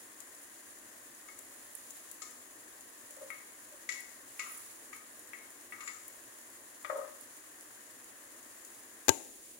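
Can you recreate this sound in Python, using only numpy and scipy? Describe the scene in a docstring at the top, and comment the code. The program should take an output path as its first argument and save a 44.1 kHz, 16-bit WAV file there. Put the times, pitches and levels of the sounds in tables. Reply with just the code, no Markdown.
"""Onion and garlic sizzle and spit in oil over a gas flame in a small kitchen: shaped noise and puffs.
A wooden spatula taps and scrapes a plate (damped modes and noise) while clumps of onion drop in the pan.
Then it knocks and judders on the pan, ringing the metal's modes.
Near the end the camera is lifted, which screens the flame, and bumped right beside its left microphone port."""
import sys
import numpy as np
from scipy import signal
from scipy.fft import rfft, irfft, next_fast_len
from scipy.io import wavfile
from scipy.ndimage import map_coordinates

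SR = 44100
rng = np.random.default_rng(int(sys.argv[2]) if len(sys.argv) > 2 else 0)


def int16_out(signal):
    """Quantize to a 16-bit WAV file."""
    q = np.round(np.clip(np.atleast_2d(signal).T, -1, 1) * 32767)
    wavfile.write(sys.argv[1], SR, q.astype(np.int16))


N = 422919
T = np.arange(SR * 3 // 4) / SR  # time axis of one short sound [s]

# modes of the plate left to ring: (frequency [Hz], level [dB], t60 [s])
PLATE_MODES = [(1160, -9, 0.18), (1238, -2.5, 0.22), (1301, -8, 0.28), (1560, -19, 0.061),
               (1969, -2.5, 0.18), (2180, -2.5, 0.22), (2285, -10, 0.078), (2700, -8.5, 0.086),
               (3570, -12.5, 0.11), (4230, -12.5, 0.14), (4910, -13, 0.09), (5660, -22, 0.027),
               (7150, -20, 0.3), (7570, -26, 0.15), (10400, -24, .2), (13400, -25, .15), (15300, -27, .12)]


def amp(db):
    """Decibels to gain."""
    return 10 ** (np.asarray(db) / 20)


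def unit(x):
    """x at rms 1."""
    return x / np.sqrt(np.mean(x ** 2) + 1e-20)


def along(points, hz):
    """(Hz, value) points read on a log frequency axis."""
    f, v = np.transpose(points)
    return np.interp(np.log(hz + 1), np.log(f + 1), v)


def wobble(rate):
    """A smooth random curve, rate knots a second."""
    knots = rng.standard_normal(int(N * rate / SR) + 4)
    return map_coordinates(knots, [np.arange(N) * rate / SR])


def filtered(x, response):
    """x times a response of frequency."""
    n = x.shape[-1]
    padded = next_fast_len(n + SR // 2)
    spectrum = rfft(x, padded) * response(np.fft.rfftfreq(padded, 1 / SR))
    return irfft(spectrum, padded)[..., :n]


def coloured(x, spectrum):
    """x shaped by a spectrum, at rms 1."""
    return unit(filtered(x, lambda hz: amp(along(spectrum, hz))))


def resonance(hz, centre, width):
    """Causal response of one resonance, 1 at its centre."""
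    return 1j * hz * width / (centre ** 2 - hz ** 2 + 1j * hz * width)


def panned(left_db):
    """Gains of the two channels for a left-right difference."""
    return amp([[left_db / 2], [-left_db / 2]])


def add(track, s, sound):
    """Mix a sound into the track at time s."""
    part = track[:, round(s * SR):][:, :sound.shape[-1]]
    part += sound[..., :part.shape[-1]]


def fade(t60):
    """Exponential decay that loses 60 dB in t60 seconds."""
    return np.exp(-np.log(1000) * T / t60)


def burst(t60):
    """Dying noise, unrelated in the two channels."""
    return rng.standard_normal((2, len(T))) * fade(t60)


def ring(modes):
    """Damped modes; the higher ones reach the two ports further out of step, up to 2 kHz."""
    out = np.zeros((2, len(T)))
    for hz, db, t60 in modes:
        start, skew = rng.uniform(-np.pi, np.pi, 2)
        phase = start + np.array([[0], [skew * min(hz / 2000, 1)]])
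        out += amp(db) * fade(t60) * np.sin(2 * np.pi * hz * T + phase)
    return out


def in_kitchen(x, wet_db):
    """A close sound with its own diffuse tail from the tiled walls, made of decaying noise."""
    # reverberation of the room: (frequency [Hz], t60 [s])
    room_t60 = [(200, 0.58), (1000, 0.56), (3000, 0.57), (7000, 0.69), (15000, 0.48)]
    hz, t, bands = signal.stft(rng.standard_normal((2, len(T))), SR, nperseg=256)
    decay = np.exp(-np.log(1000) * t / along(room_t60, hz)[:, None])
    tail = signal.istft(bands * decay, SR, nperseg=256)[1]
    tail = tail / np.linalg.norm(tail[0])
    return x + amp(wet_db) * signal.fftconvolve(x, tail, axes=1)[:, :len(T)]


def lifted(start_s=9.05, length_s=0.15):
    """How far the camera has risen over the pan's rim, from 0 to 1."""
    return np.clip((np.arange(N) / SR - start_s) / length_s, 0, 1)


def sizzle(ticks_per_s=900, spread_db=2.0, tick_db=-8.0, rise_s=0.24, fall_s=0.29):
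    """Countless tiny steam bursts merge into a flaring hiss; the larger ones stand out as ticks."""
    # moisture reaching the oil makes the frying flare up: (strongest time [s], gain [dB])
    flares = [(1.9, 2.5), (3.2, 1.3), (4.55, 3), (6.1, 0.7), (7.05, 0.7)]
    # spectrum of the frying: (frequency [Hz], density [dB per Hz])
    frying_spectrum = [(500, -35), (2000, 0), (3800, -2), (6000, -2.5), (9000, -0.5), (12500, -1.5),
                       (15500, 2)]
    steady_db, nearer_oil_db = -58, 0.7  # steady frying, and its gain once the camera is lifted

    t = np.arange(N) / SR
    hiss_db = steady_db + nearer_oil_db * lifted()
    for s, gain_db in flares:
        hiss_db += gain_db * np.exp(-((t - s) / np.where(t < s, rise_s, fall_s)) ** 2)
    hiss_db += 0.28 * wobble(4.5) + 0.71 * wobble(45)

    bursts = rng.random(N) < ticks_per_s / SR
    sizes = amp(spread_db * np.minimum(rng.exponential(size=N), 3))
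    ticks = coloured(bursts * sizes * rng.standard_normal((2, N)), frying_spectrum)
    hiss = coloured(rng.standard_normal((2, N)), frying_spectrum)
    return amp(hiss_db) * (hiss + amp(tick_db) * ticks)


def spits(level_db=-1, wet_db=-8, scatter_db=3, sideways_db=6, scatter_octaves=0.46):
    """Water drops burst in the hot oil, each a short bright puff: a few large ones among many small."""
    # largest drops: (time [s], relative peak [dB], left-right difference [dB], resonance [Hz])
    large = [(.2035, -42, 16, 6900), (1.3897, -39.5, 12, 11400), (1.751, -38, -10, 9800),
             (1.906, -40.5, 11, 7200), (2.113, -38, 15, 11400), (3.1075, -41.5, 3, 9000),
             (4.0054, -39.5, 1, 10000), (4.5755, -41, -8, 10300), (5.1935, -43, -1, 10400),
             (6.08, -33.5, 9, 14900), (7.21, -42.5, -7.5, 11000), (8.649, -41, 4, 7500)]
    # smaller drops burst all over the pan, one at a random moment of each time slot
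    small_per_s, small_db, small_hz = 2.8, -47.5, 9000
    puff_t60_s = 0.029

    drops = list(large)
    for k, (when, loud, side, high) in enumerate(rng.uniform(-0.83, 1, size=(32, 4))):
        s = (k + .5 + when / 2) / small_per_s
        hz = small_hz * 2 ** (scatter_octaves * high)
        drops.append((s, small_db + scatter_db * loud, sideways_db * side, hz))

    out = np.zeros((2, N))
    for s, db, left_db, hz in drops:
        bright = lambda f: resonance(f, hz, 7800) * f ** 2 / (f ** 2 + 5500 ** 2)
        puff = filtered(burst(puff_t60_s), bright)
        add(out, s, amp(db + level_db) * panned(left_db) * in_kitchen(puff, wet_db))
    return out


def plate_taps(level_db=-11.0, crack_db=3, wet_db=-1, favoured_db=5, favoured_width_hz=140):
    """Wood taps the hand-held plate; the spot favours one mode, harder contact wakes the upper ones."""
    # (time [s], relative peak [dB], lowest modes [relative dB], brightness [relative dB], strongest mode [Hz])
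    taps = [(1.2847, -42.5, -7, -15, 2230), (2.2189, -39.5, -10.5, -2, 1240),
            (3.3027, -30, -15.5, -30, 2200), (3.89, -23.5, -25, -15, 1970), (3.9214, -35.5, -30, -9, 1970),
            (4.3939, -23, -17, -19, 2770), (4.929, -36, -8.5, -20, 1950), (5.3333, -33, -17, -35, 2220),
            (5.7229, -31.5, -12.5, -38, 1970), (5.8057, -34, -16, -17, 1200),
            (5.8749, -30.5, -13.5, -16, 2160)]
    # wood meeting the plate: (frequency [Hz], level [dB])
    crack_spectrum = [(400, -11), (1250, 1), (1550, 4), (2100, 9.5), (2900, 1.5), (3700, -1), (5500, 0.5),
                      (7000, -3), (10000, -14), (15000, -18)]
    hand_damping = 0.45  # share of the plate's ring time that the hand leaves

    out = np.zeros((2, N))
    for s, db, low_db, bright_db, strongest_hz in taps:
        colour = [(1300, low_db + 10.5), (1950, 0), (2400, 0), (5000, bright_db + 12)]
        modes = []
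        for hz, mode_db, t60 in PLATE_MODES:
            favour = favoured_db * np.exp(-((hz - strongest_hz) / favoured_width_hz) ** 2)
            modes.append((hz, mode_db + along(colour, hz) + favour, t60 * hand_damping))
        crack = filtered(burst(0.059), lambda f: amp(along(colour, f) + along(crack_spectrum, f)))
        onset = 1 - fade(0.0048)
        tap = (ring(modes) + amp(crack_db) * crack) * onset
        add(out, s, amp(db + level_db) * panned(left_db=7.5) * in_kitchen(tap, wet_db))
    return out


def plate_scrapes(width_hz=55, grain_db=2.0, focus_db=50, squeak_lag_s=.05):
    """Sliding wood catches and slips: the lowest modes groan, then those around one high pitch squeak."""
    # (start [s], strongest [s], end [s], groan [relative dB], squeak [relative dB],
    #  squeak pitch [Hz], squeak left-right difference [dB])
    slides = [(4.33, 4.46, 4.9, -57.5, -59, 12300, -4), (5.721, 5.823, 6.13, -53.5, -60, 7300, 5)]

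    def sing(modes):
        """Noise through the plate's resonances, at rms 1."""
        response = lambda f: sum(amp(db) * resonance(f, hz, width_hz * np.sqrt(hz / 2000)) for hz, db in modes)
        return unit(filtered(rng.standard_normal((2, len(T))), response))

    out = np.zeros((2, N))
    for start, strongest, end, groan_db, squeak_db, squeak_hz, left_db in slides:
        grain = amp(grain_db * wobble(70)[:len(T)])
        pressure = np.interp(start + T, [start, strongest, end], [0, 1, 0]) ** 2.3 * grain
        groan = sing([(hz, db) for hz, db, _ in PLATE_MODES if hz < 1400])
        squeak = sing([(hz, db - focus_db * np.log2(hz / squeak_hz) ** 2) for hz, db, _ in PLATE_MODES])
        add(out, start, amp(groan_db) * panned(left_db=9) * pressure * groan)
        add(out, start + squeak_lag_s, amp(squeak_db) * panned(left_db) * pressure * squeak)
    return out


def judder(count=6, start_s=6.923, gap_s=.029, contact_s=0.014):
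    """Pushed across the pan, the spatula slips evenly, then weaker and higher as the hand eases off."""
    first_db, first_hz = -27, 620
    push_hold_s, ease_db_per_s, lighter_hz_per_db = 0.045, 170, 25  # a lighter touch sounds higher
    since = gap_s * np.arange(count)
    eased_db = ease_db_per_s * np.maximum(since - push_hold_s, 0)
    return [(start_s + s, first_db - db, first_hz + lighter_hz_per_db * db, contact_s)
            for s, db in zip(since, eased_db)]


def pan_blows(level_db=-6.0, rub_db=7.0, damping=0.77):
    """Soft food and the wooden spatula ring the pan's modes near the centre of each blow."""
    # clumps of onion landing: (time [s], relative level [dB])
    clumps = [(3.099, -48.5), (3.167, -42.5), (3.212, -31.5), (3.714, -43)]
    # spatula knocks: (time [s], relative level [dB], centre of the blow [Hz], contact length [s])
    knocks = [(6.847, -33, 1650, .0012), (6.898, -25.5, 990, .0059)]
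    # modes of the pan before damping: (frequency [Hz], level [dB], t60 [s])
    pan_modes = [(542, -0.5, 0.21), (600, 2, 0.14), (873, -13, 0.068), (1104, -7, 0.11), (1238, 3.5, 0.073),
                 (1460, -13, .08), (1670, -22, 0.073), (1904, -4, 0.077), (2210, -21, .07),
                 (3480, -7, 0.069)]
    clump_hz, clump_contact_s = 517, 0.039  # centre and length of their soft blow
    rub_spectrum = [(300, -13), (540, 11), (780, -3.5), (1150, 4.5), (2000, 1.5), (3000, -7)]  # (Hz, dB)

    out = np.zeros((2, N))
    food = [(s, db, clump_hz, clump_contact_s) for s, db in clumps]
    for s, db, centre_hz, contact_s in food + list(knocks) + judder():
        focus = lambda hz: -7 * np.log2((hz + 1) / centre_hz) ** 2
        modes = [(hz, mode_db + max(focus(hz), -22), t60 * damping) for hz, mode_db, t60 in pan_modes]
        rub = filtered(burst(0.11), lambda f: amp(focus(f) + along(rub_spectrum, f)))
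        onset = 1 - np.exp(-3 * T / contact_s)
        blow = (ring(modes) + amp(rub_db) * rub) * onset
        left_db = along([(550, 4.3), (1300, 12.0)], centre_hz)
        add(out, s, amp(db + level_db) * panned(left_db) * in_kitchen(blow, wet_db=-5.5))
    return out


def camera_bumps(push_s=0.00052):
    """Contacts and rebounds push air in the left port, click and ring the case; the room answers faintly."""
    # (time [s], push [dB], click [relative dB], time to its rebound [s])
    bumps = [(9.0832, -6, -14, .0024), (9.0918, 2, 0, .0016)]
    # modes of the camera's case: (frequency [Hz], relative level [dB], t60 [s])
    case_modes = [(87, 6, 0.047), (282, 11.5, 0.036), (383, 4, 0.061), (855, 7.5, 0.041), (905, -3.5, 0.14),
                  (1600, 4, 0.054), (2060, 6, 0.018), (2976, -7.5, 0.097), (6660, -4, 0.041)]
    # click of the contact: (frequency [Hz], level [dB])
    click_spectrum = [(200, -14), (700, 3), (1500, 3.5), (3800, 5), (5200, 1.5), (7100, -8), (9000, -8),
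                      (11000, -4.5), (15000, -9)]
    # the bump as the room returns it: (frequency [Hz], level [dB])
    echo_spectrum = [(100, -8), (300, 2.5), (800, 0.5), (1300, -7), (5500, -5.5), (7200, 2.5), (15000, -1)]
    rebound_push_db, rebound_click_db = -5.5, 1  # the rebound is lighter and sharper

    contacts = []
    for s, push_db, click_db, gap_s in bumps:
        contacts.append((s, push_db, click_db))
        contacts.append((s + gap_s, push_db + rebound_push_db, click_db + rebound_click_db))

    out = np.zeros((2, N))
    for s, push_db, click_db in contacts:
        air = (1 - T / push_s) * np.exp(-T / push_s)
        push = amp(push_db) * (air + amp(-28.0) * ring(case_modes))
        noise = burst(.007) + 0.072 * burst(0.026)
        click = amp(click_db - 2.5) * filtered(noise, lambda f: amp(along(click_spectrum, f)))
        direct = push + click
        tail = in_kitchen(direct, wet_db=2.5) - direct
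        echo = filtered(tail, lambda f: amp(along(echo_spectrum, f)))
        add(out, s, direct * amp([[0], [-31]]) + echo * amp([[-23.5], [-31]]))
    return out


def gas_flame():
    """The flame: a low roar nearly alike at both ports and a rush that is stronger on the left."""
    # low roar: (frequency [Hz], density [dB per Hz])
    roar_spectrum = [(25, -3), (70, -16.5), (115, -6), (165, -14.5), (215, -3.5), (310, 1.5), (420, -5.5),
                     (600, -6), (1000, -28), (3000, -44)]
    # rush of the gas: (frequency [Hz], density [dB per Hz])
    rush_spectrum = [(200, -48), (450, -7), (620, -1.5), (820, -4), (1070, 1), (1350, -3.5), (1850, 3),
                     (2300, -9.5), (3500, -15.5), (8000, -25)]
    roar_db, rush_db, screened_db = -64.5, -61.5, -7  # the lifted camera is screened from the rush

    shared_noise = rng.standard_normal(N) + 0.14 * rng.standard_normal((2, N))
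    roar = coloured(shared_noise, roar_spectrum) * panned(left_db=2.5)
    rush = coloured(rng.standard_normal((2, N)), rush_spectrum) * panned(left_db=8.5)
    roar_gain = amp(roar_db + 0.78 * wobble(8.3))
    rush_gain = amp(rush_db + screened_db * lifted() + 0.21 * wobble(4.8))
    return roar_gain * roar + rush_gain * rush


def scene():
    """Everything around the stove, and the bumps at the camera."""
    frying = sizzle() + spits()
    spatula_and_food = plate_taps() + plate_scrapes() + pan_blows()
    return frying + spatula_and_food + camera_bumps() + gas_flame()


def record(dry, notch_hz=162, notch_width_hz=85, low_cut_hz=40, top_hz=15850):
    """Each port adds a treble resonance, loud peaks saturate, bass is notched and thinned, the top cut."""
    # microphone ports, left then right: (resonance [Hz], width [Hz], gain [dB])
    port_resonances = [(7010, 840, 15), (9900, 1170, 14)]

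    def ports(f):
        return np.array([1 + (amp(db) - 1) * resonance(f, hz, width) for hz, width, db in port_resonances])

    def bass_and_top(f):
        notch = 1 - resonance(f, notch_hz, notch_width_hz)
        low_cut = (1j * f / (1j * f + low_cut_hz)) ** 2
        return notch * low_cut * (f < top_hz)

    heard = filtered(dry, ports)
    limited = heard / (1 + (heard / .6) ** 4) ** .25  # levels off towards 0.6
    return filtered(limited, bass_and_top)


dry = scene()
out = record(dry)
int16_out(out)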